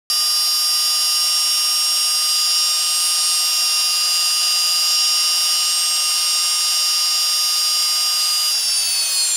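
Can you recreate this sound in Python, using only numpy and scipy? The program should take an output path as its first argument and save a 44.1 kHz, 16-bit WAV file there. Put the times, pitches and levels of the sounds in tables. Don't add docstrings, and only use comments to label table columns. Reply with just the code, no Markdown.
import sys
import numpy as np
from scipy import signal
from scipy.fft import rfft, irfft, next_fast_len
from scipy.io import wavfile

SR = 44100
rng = np.random.default_rng(int(sys.argv[2]) if len(sys.argv) > 2 else 0)


def materialize(psi):
    bounded = np.clip(np.atleast_2d(psi).T, -1, 1)
    quanta = np.round(bounded * 32767).astype(np.int16)
    wavfile.write(sys.argv[1], SR, quanta)


N = 412776

# time_s, speed_hz
GOVERNED_SPEED = [(0.1, 688.64), (0.8, 691.11), (1.39, 692.57), (1.99, 693.52), (2.74, 694.15),
                  (4.73, 694.67), (6.02, 694.55), (8.51, 693.27)]
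# time_s, order_7_db, order_8_db
BLADE_LEVELS = [(0.12, -21, -23.2), (1.11, -22.5, -22.5), (1.36, -25.5, -20.5), (1.91, -26.7, -20.6),
                (2.4, -20, -24.5), (2.6, -22.9, -20.2), (2.85, -24.8, -24.8), (3.69, -23.4, -21.8),
                (4.14, -20.3, -27.5), (4.29, -21.4, -25.8), (4.73, -20, -27), (4.98, -20.6, -20.8),
                (5.82, -24.5, -23.6), (6.57, -24, -22.7), (6.76, -22.3, -22.9), (8.1, -21.5, -24.5),
                (8.35, -20.5, -33.8), (8.5, -20.6, -29.1)]
# time_s, order_7_db, order_8_db
BLADE_COAST_LEVELS = [(8.56, -21, -23.2), (8.62, -26, -28.8), (8.68, -23.7, -21.3), (8.92, -23.5, -32),
                      (9.0, -20.5, -26.3), (9.07, -26.5, -41), (9.1, -25.5, -29), (9.21, -20, -26.9),
                      (9.29, -27.5, -35.9), (9.35, -29, -42)]
# time_s, order_12_db, order_15_db
WHINE_LEVELS = [(0.12, -35.5, -29.5), (2.3, -28, -29), (2.5, -44, -26), (2.65, -33.0, -34),
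                (2.85, -29.0, -28), (3.29, -27, -28.5), (3.99, -46, -28), (4.19, -40, -33.8),
                (4.33, -32.8, -26.5), (4.53, -39, -34), (5.38, -36.2, -29), (5.87, -28, -33),
                (6.57, -34.8, -30.3), (7.51, -38, -34), (8.35, -29.5, -34.5), (8.5, -33, -30)]
# time_s, level_db
SHRILL_LEVELS = [(0.12, -36), (6.57, -47.5), (7.46, -38.5), (7.9, -39), (8.5, -39)]
# order, powered_db, coasting_db
WEAK_ROTOR_TONES = [(5,-48,-48), (6,-44.5,-49), (9,-44.5,-44), (10,-40.5,-39), (11,-48,-51), (13,-46.5,-52),
                    (17,-50.5,-52), (18,-47,-48), (20,-47,-47), (22,-53,-55), (24,-48,-42), (25,-56,-49)]
# centre_hz, width_hz, gain_db
RESONANCES = [(7330, 120, 12.5), (9250, 220, -3.5), (10050, 190, -2.5)]
# time_s, order_16_db, order_17_db
MESH_LEVELS = [(0.12, -41.7, -33.5), (0.47, -44, -37.5), (1.11, -36, -33), (3.29, -35.5, -34.5),
               (3.73, -31, -41), (4.13, -30, -34), (5.66, -33.7, -31.0), (6.06, -32.5, -34),
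               (7.74, -37.5, -35.5), (8.48, -35.5, -33.1)]
# order, base_db
GEAR_TONES = [(2,-71), (4.22,-51), (6,-53.5), (6.92,-50.5), (9,-60), (11.06,-55), (15,-56), (18,-47.5),
              (19,-49), (22,-51), (25,-38.5), (26,-49.5), (29,-50), (30,-46), (31,-46), (34,-44), (35,-48),
              (38,-48), (39,-47), (41,-49), (47,-45), (49,-39), (50,-36), (51,-43), (55,-48), (59,-48),
              (66,-49), (75,-48), (78,-51), (85,-54)]
# time_s, gain_db
SINGING_GAIN = [(0.2, -3), (2.1, -5), (2.6, 1.5), (3.8, 1.5), (4.8, 0), (6.2, 2), (7.7, -1), (8.45, -2.5)]
# harmonic, base_db
PUMP_OVERTONES = [(2,-49), (3,-39), (4,-44), (6,-36), (7,-44.5)]
# time_s, roar_db, hiss_db
FLOW_LEVELS = [(0.1, -44, -31), (1.5, -43, -29), (2.3, -43.2, -29.5), (4.8, -41.5, -28.5),
               (7.9, -42.5, -29), (8.9, -42.1, -29.5), (9.36, -42.5, -29)]
# frequency_hz, density_db
EXHAUST_SPECTRUM = [(25, -29), (60, -21), (110, -18.5), (185, -21.5), (260, -14), (340, -15), (420, -7),
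                    (485, -11), (560, -3), (720, 1), (950, -2), (1300, 1.5), (2200, -0.5), (3200, -17)]
# frequency_hz, density_db
INTAKE_SPECTRUM = [(1900, -28), (2400, -9.5), (2750, -3), (3100, -1.5), (3700, -2), (4050, -5),
                   (4700, -2.5), (5900, 0.5), (7000, 0.5), (8900, -2), (10200, -6.5), (11000, -9.5),
                   (13000, -14.5), (15600, -19)]
# time_s, pitch_hz, level_db
WHISTLE_PATH = [(0.1, 1865, -48), (0.8, 1930, -49), (1.7, 1990, -52), (2.5, 2035, -60), (4.2, 2095, -57),
                (6.2, 2132, -49), (8.5, 2142, -50), (9.36, 2120, -58)]

START_S, FUEL_CUT_S = 0.1, 8.512
HALF_SPEED_S, WHINE_SHIFT_S = 5.98, 0.34
GEAR_RATIO, PUMP_RATIO = 1 / 4, 85 / 48
GEAR_UNLOAD_DB, MESH_UNLOAD_DB = 8, 13
DIP_S, DIP_WIDTH_S, DIP_DB = 6.575, 0.015, 8.5
MIC_MOVE_S, MIC_MOVE_WIDTH_S = 3.6, 2
FLOOR_ECHO_S = 0.00462
NOTCH_HZ, NOTCH_WIDTH_HZ, CUTOFF_HZ = 7870, 1000, 15760
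TIME_S = np.arange(N) / SR


def rotor_speed_hz():
    coasted_s = np.maximum(TIME_S - FUEL_CUT_S, 0)
    return curves(GOVERNED_SPEED)[0] / (1 + coasted_s / HALF_SPEED_S) + 0.024 * drift(9)


def blades(angle, powered):
    db_7, db_8 = curves(np.vstack([BLADE_LEVELS, BLADE_COAST_LEVELS]))
    db_12, db_15 = curves(WHINE_LEVELS)
    shrill_db, = curves(SHRILL_LEVELS)
    dip_db = DIP_DB * np.exp(-((TIME_S - DIP_S) / DIP_WIDTH_S) ** 2)
    main = (from_db(db_7 - dip_db) * tone(angle, order=7, scatter=0.05, scatter_hz=13)
            + from_db(db_8) * tone(angle, order=8, scatter=0.04, scatter_hz=12))
    upper = (
        whine(angle, order=12, db=db_12 + 2.5, sway_db=0.7, scatter=0.062, coast_db=0, echo=0.09)
        + whine(angle, order=14, db=-47.5, sway_db=3.5, scatter=0.57, coast_db=19.5, echo=0.39)
        + whine(angle, order=15, db=db_15 - 1, sway_db=1.24, scatter=0.068, coast_db=4, echo=0.11)
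        + whine(angle, order=16, db=shrill_db + 2.1, sway_db=1.1, scatter=0.15, coast_db=2.5, echo=0.4)
        + whine(angle, order=19, db=shrill_db + 0.5, sway_db=1.8, scatter=0.12, coast_db=-1, echo=0.45)
        + whine(angle, order=21, db=-42, sway_db=1.5, scatter=0.15, coast_db=-5, echo=0.4))
    weak = sum(from_db(off_db + (on_db - off_db) * powered) * tone(angle, k, scatter=0.46, scatter_hz=3.7)
               for k, on_db, off_db in WEAK_ROTOR_TONES)
    return main + treble_notch(resonances(upper)) + weak


def whine(angle, order, db, sway_db, scatter, coast_db, echo):
    coasting = ramp(FUEL_CUT_S, WHINE_SHIFT_S)
    sway_scale = 0.55 + np.exp(-((TIME_S - MIC_MOVE_S) / MIC_MOVE_WIDTH_S) ** 2)
    level_db = db + coast_db * coasting + sway_db * sway_scale * drift(2.9)
    return from_db(level_db) * echo_beat(angle, order, echo) * tone(angle, order, scatter, scatter_hz=5.3)


def tone(angle, order, scatter, scatter_hz):
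    gliding = ramp(FUEL_CUT_S, 0.13)
    in_phase, quadrature = (scatter * (drift(scatter_hz) + gliding * drift(23)) for _ in range(2))
    phase = order * angle + rng.uniform(0, 2 * np.pi)
    wave = (1 + in_phase) * np.sin(phase) + quadrature * np.cos(phase)
    return wave * np.sqrt(2 / (1 + 2 * scatter ** 2))


def echo_beat(angle, order, echo):
    pitch_hz = order * np.gradient(angle) * SR / (2 * np.pi)
    fallen_hz = (pitch_hz[int(FUEL_CUT_S * SR)] - pitch_hz) * (TIME_S > FUEL_CUT_S)
    return np.abs(1 + echo * np.exp(2j * np.pi * fallen_hz * FLOOR_ECHO_S)) / (1 + echo)


def resonances(x):
    return x + sum(from_db(gain_db) * signal.lfilter(*signal.iirpeak(hz, hz / width_hz, fs=SR), x)
                   for hz, width_hz, gain_db in RESONANCES)


def gearbox(shaft, powered, load_gain, singing_gain):
    db_16, db_17 = curves(MESH_LEVELS)
    lower_gain = from_db(db_16) * echo_beat(shaft, order=16, echo=0.25)
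    upper_gain = from_db(db_17 - MESH_UNLOAD_DB * (1 - powered))
    mesh = (lower_gain * tone(shaft, order=16, scatter=0.092, scatter_hz=11)
            + upper_gain * tone(shaft, order=17, scatter=0.15, scatter_hz=21))
    low = sum(from_db(db) * tone(shaft, k, scatter=0.15, scatter_hz=7.9)
              for k, db in GEAR_TONES if k < 10)
    high = sum(from_db(db) * tone(shaft, k, scatter=0.26, scatter_hz=2.1)
               for k, db in GEAR_TONES if k >= 10)
    return mesh + load_gain * (low + singing_gain * high)


def pump(shaft, powered, overtone_gain):
    overtones = sum(from_db(db) * tone(shaft, k, scatter=0.19, scatter_hz=3.3)
                    for k, db in PUMP_OVERTONES)
    hum = from_db(-36) * tone(shaft, order=1, scatter=0.099, scatter_hz=21)
    faint_hum = from_db(-49.5) * tone(shaft, order=1, scatter=0.11, scatter_hz=8)
    return powered * hum + ramp(8.9, 0.089) * faint_hum + overtone_gain * overtones


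def tooth_errors(shaft):
    taken = [k for k, _ in GEAR_TONES] + list(range(4, 91, 4))
    orders = np.setdiff1d(np.arange(21, 91), taken)
    level_db = -50 - 12 * orders / orders.max() + rng.normal(0, 2, len(orders))
    turn = np.linspace(0, 2 * np.pi, 2048)
    phases = np.outer(orders, turn) + rng.uniform(0, 2 * np.pi, (len(orders), 1))
    one_turn = np.sqrt(2) * from_db(level_db) @ np.sin(phases)
    return np.interp(shaft % (2 * np.pi), turn, one_turn)


def airflow():
    roar_db, hiss_db = curves(FLOW_LEVELS)
    roar = from_db(roar_db + 2.5 + 0.5 * drift(27)) * turbulence(EXHAUST_SPECTRUM)
    hiss = from_db(hiss_db + 4 + 0.5 * drift(22)) * turbulence(INTAKE_SPECTRUM)
    whistle_hz, whistle_db = curves(WHISTLE_PATH)
    whistle = tone(2 * np.pi * np.cumsum(whistle_hz) / SR, order=1, scatter=0.33, scatter_hz=1.9)
    return roar + hiss + from_db(whistle_db) * whistle


def turbulence(spectrum):
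    hz, db = np.transpose(spectrum)
    size = next_fast_len(N)
    bins_hz = np.maximum(np.arange(size // 2 + 1) * SR / size, 1)
    shape = from_db(np.interp(np.log(bins_hz), np.log(hz), db))
    skirts = np.minimum(bins_hz / hz[0], 1) ** 2 * np.minimum(hz[-1] / bins_hz, 1) ** 2
    white = rfft(rng.standard_normal(size))
    return unit_rms(irfft(white * shape * skirts, size)[:N])


def treble_notch(x):
    notched = signal.lfilter(*signal.iirnotch(NOTCH_HZ, NOTCH_HZ / NOTCH_WIDTH_HZ, fs=SR), x)
    return notched + 0.054 * (x - notched)


def drift(corner_hz):
    hop, warm_up = 40, 2000
    pole = np.exp(-2 * np.pi * corner_hz * hop / SR)
    noise = rng.standard_normal(N // hop + warm_up + 2)
    slow = signal.lfilter([1], [1, -2 * pole, pole * pole], noise)[warm_up:]
    return np.interp(np.arange(N) / hop, np.arange(len(slow)), unit_rms(slow))


def curves(rows):
    time_s, *columns = np.transpose(rows)
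    return [np.interp(TIME_S, time_s, column) for column in columns]


def ramp(start_s, length_s):
    return np.clip((TIME_S - start_s) / length_s, 0, 1)


def from_db(db):
    return 10 ** (np.asarray(db) / 20)


def unit_rms(x):
    return x / np.sqrt(np.mean(x ** 2) + 1e-20)


def scene():
    angle = 2 * np.pi * np.cumsum(rotor_speed_hz()) / SR
    gear_shaft, pump_shaft = angle * GEAR_RATIO, angle * PUMP_RATIO
    powered = np.clip((FUEL_CUT_S - TIME_S) / 0.015 + 0.5, 0, 1)
    load_gain = from_db(-GEAR_UNLOAD_DB * (1 - powered))
    singing_gain = from_db(curves(SINGING_GAIN)[0])
    rush = treble_notch(airflow() + tooth_errors(gear_shaft))
    engine = (blades(angle, powered)
              + gearbox(gear_shaft, powered, load_gain, singing_gain)
              + pump(pump_shaft, powered, load_gain * singing_gain)
              + rush)
    return np.stack([engine, engine])


def record(dry):
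    low_pass = signal.ellip(14, 0.1, 70, CUTOFF_HZ, fs=SR, output="sos")
    return signal.sosfilt(low_pass, dry * (TIME_S >= START_S))


dry = scene()
out = record(dry)
materialize(out)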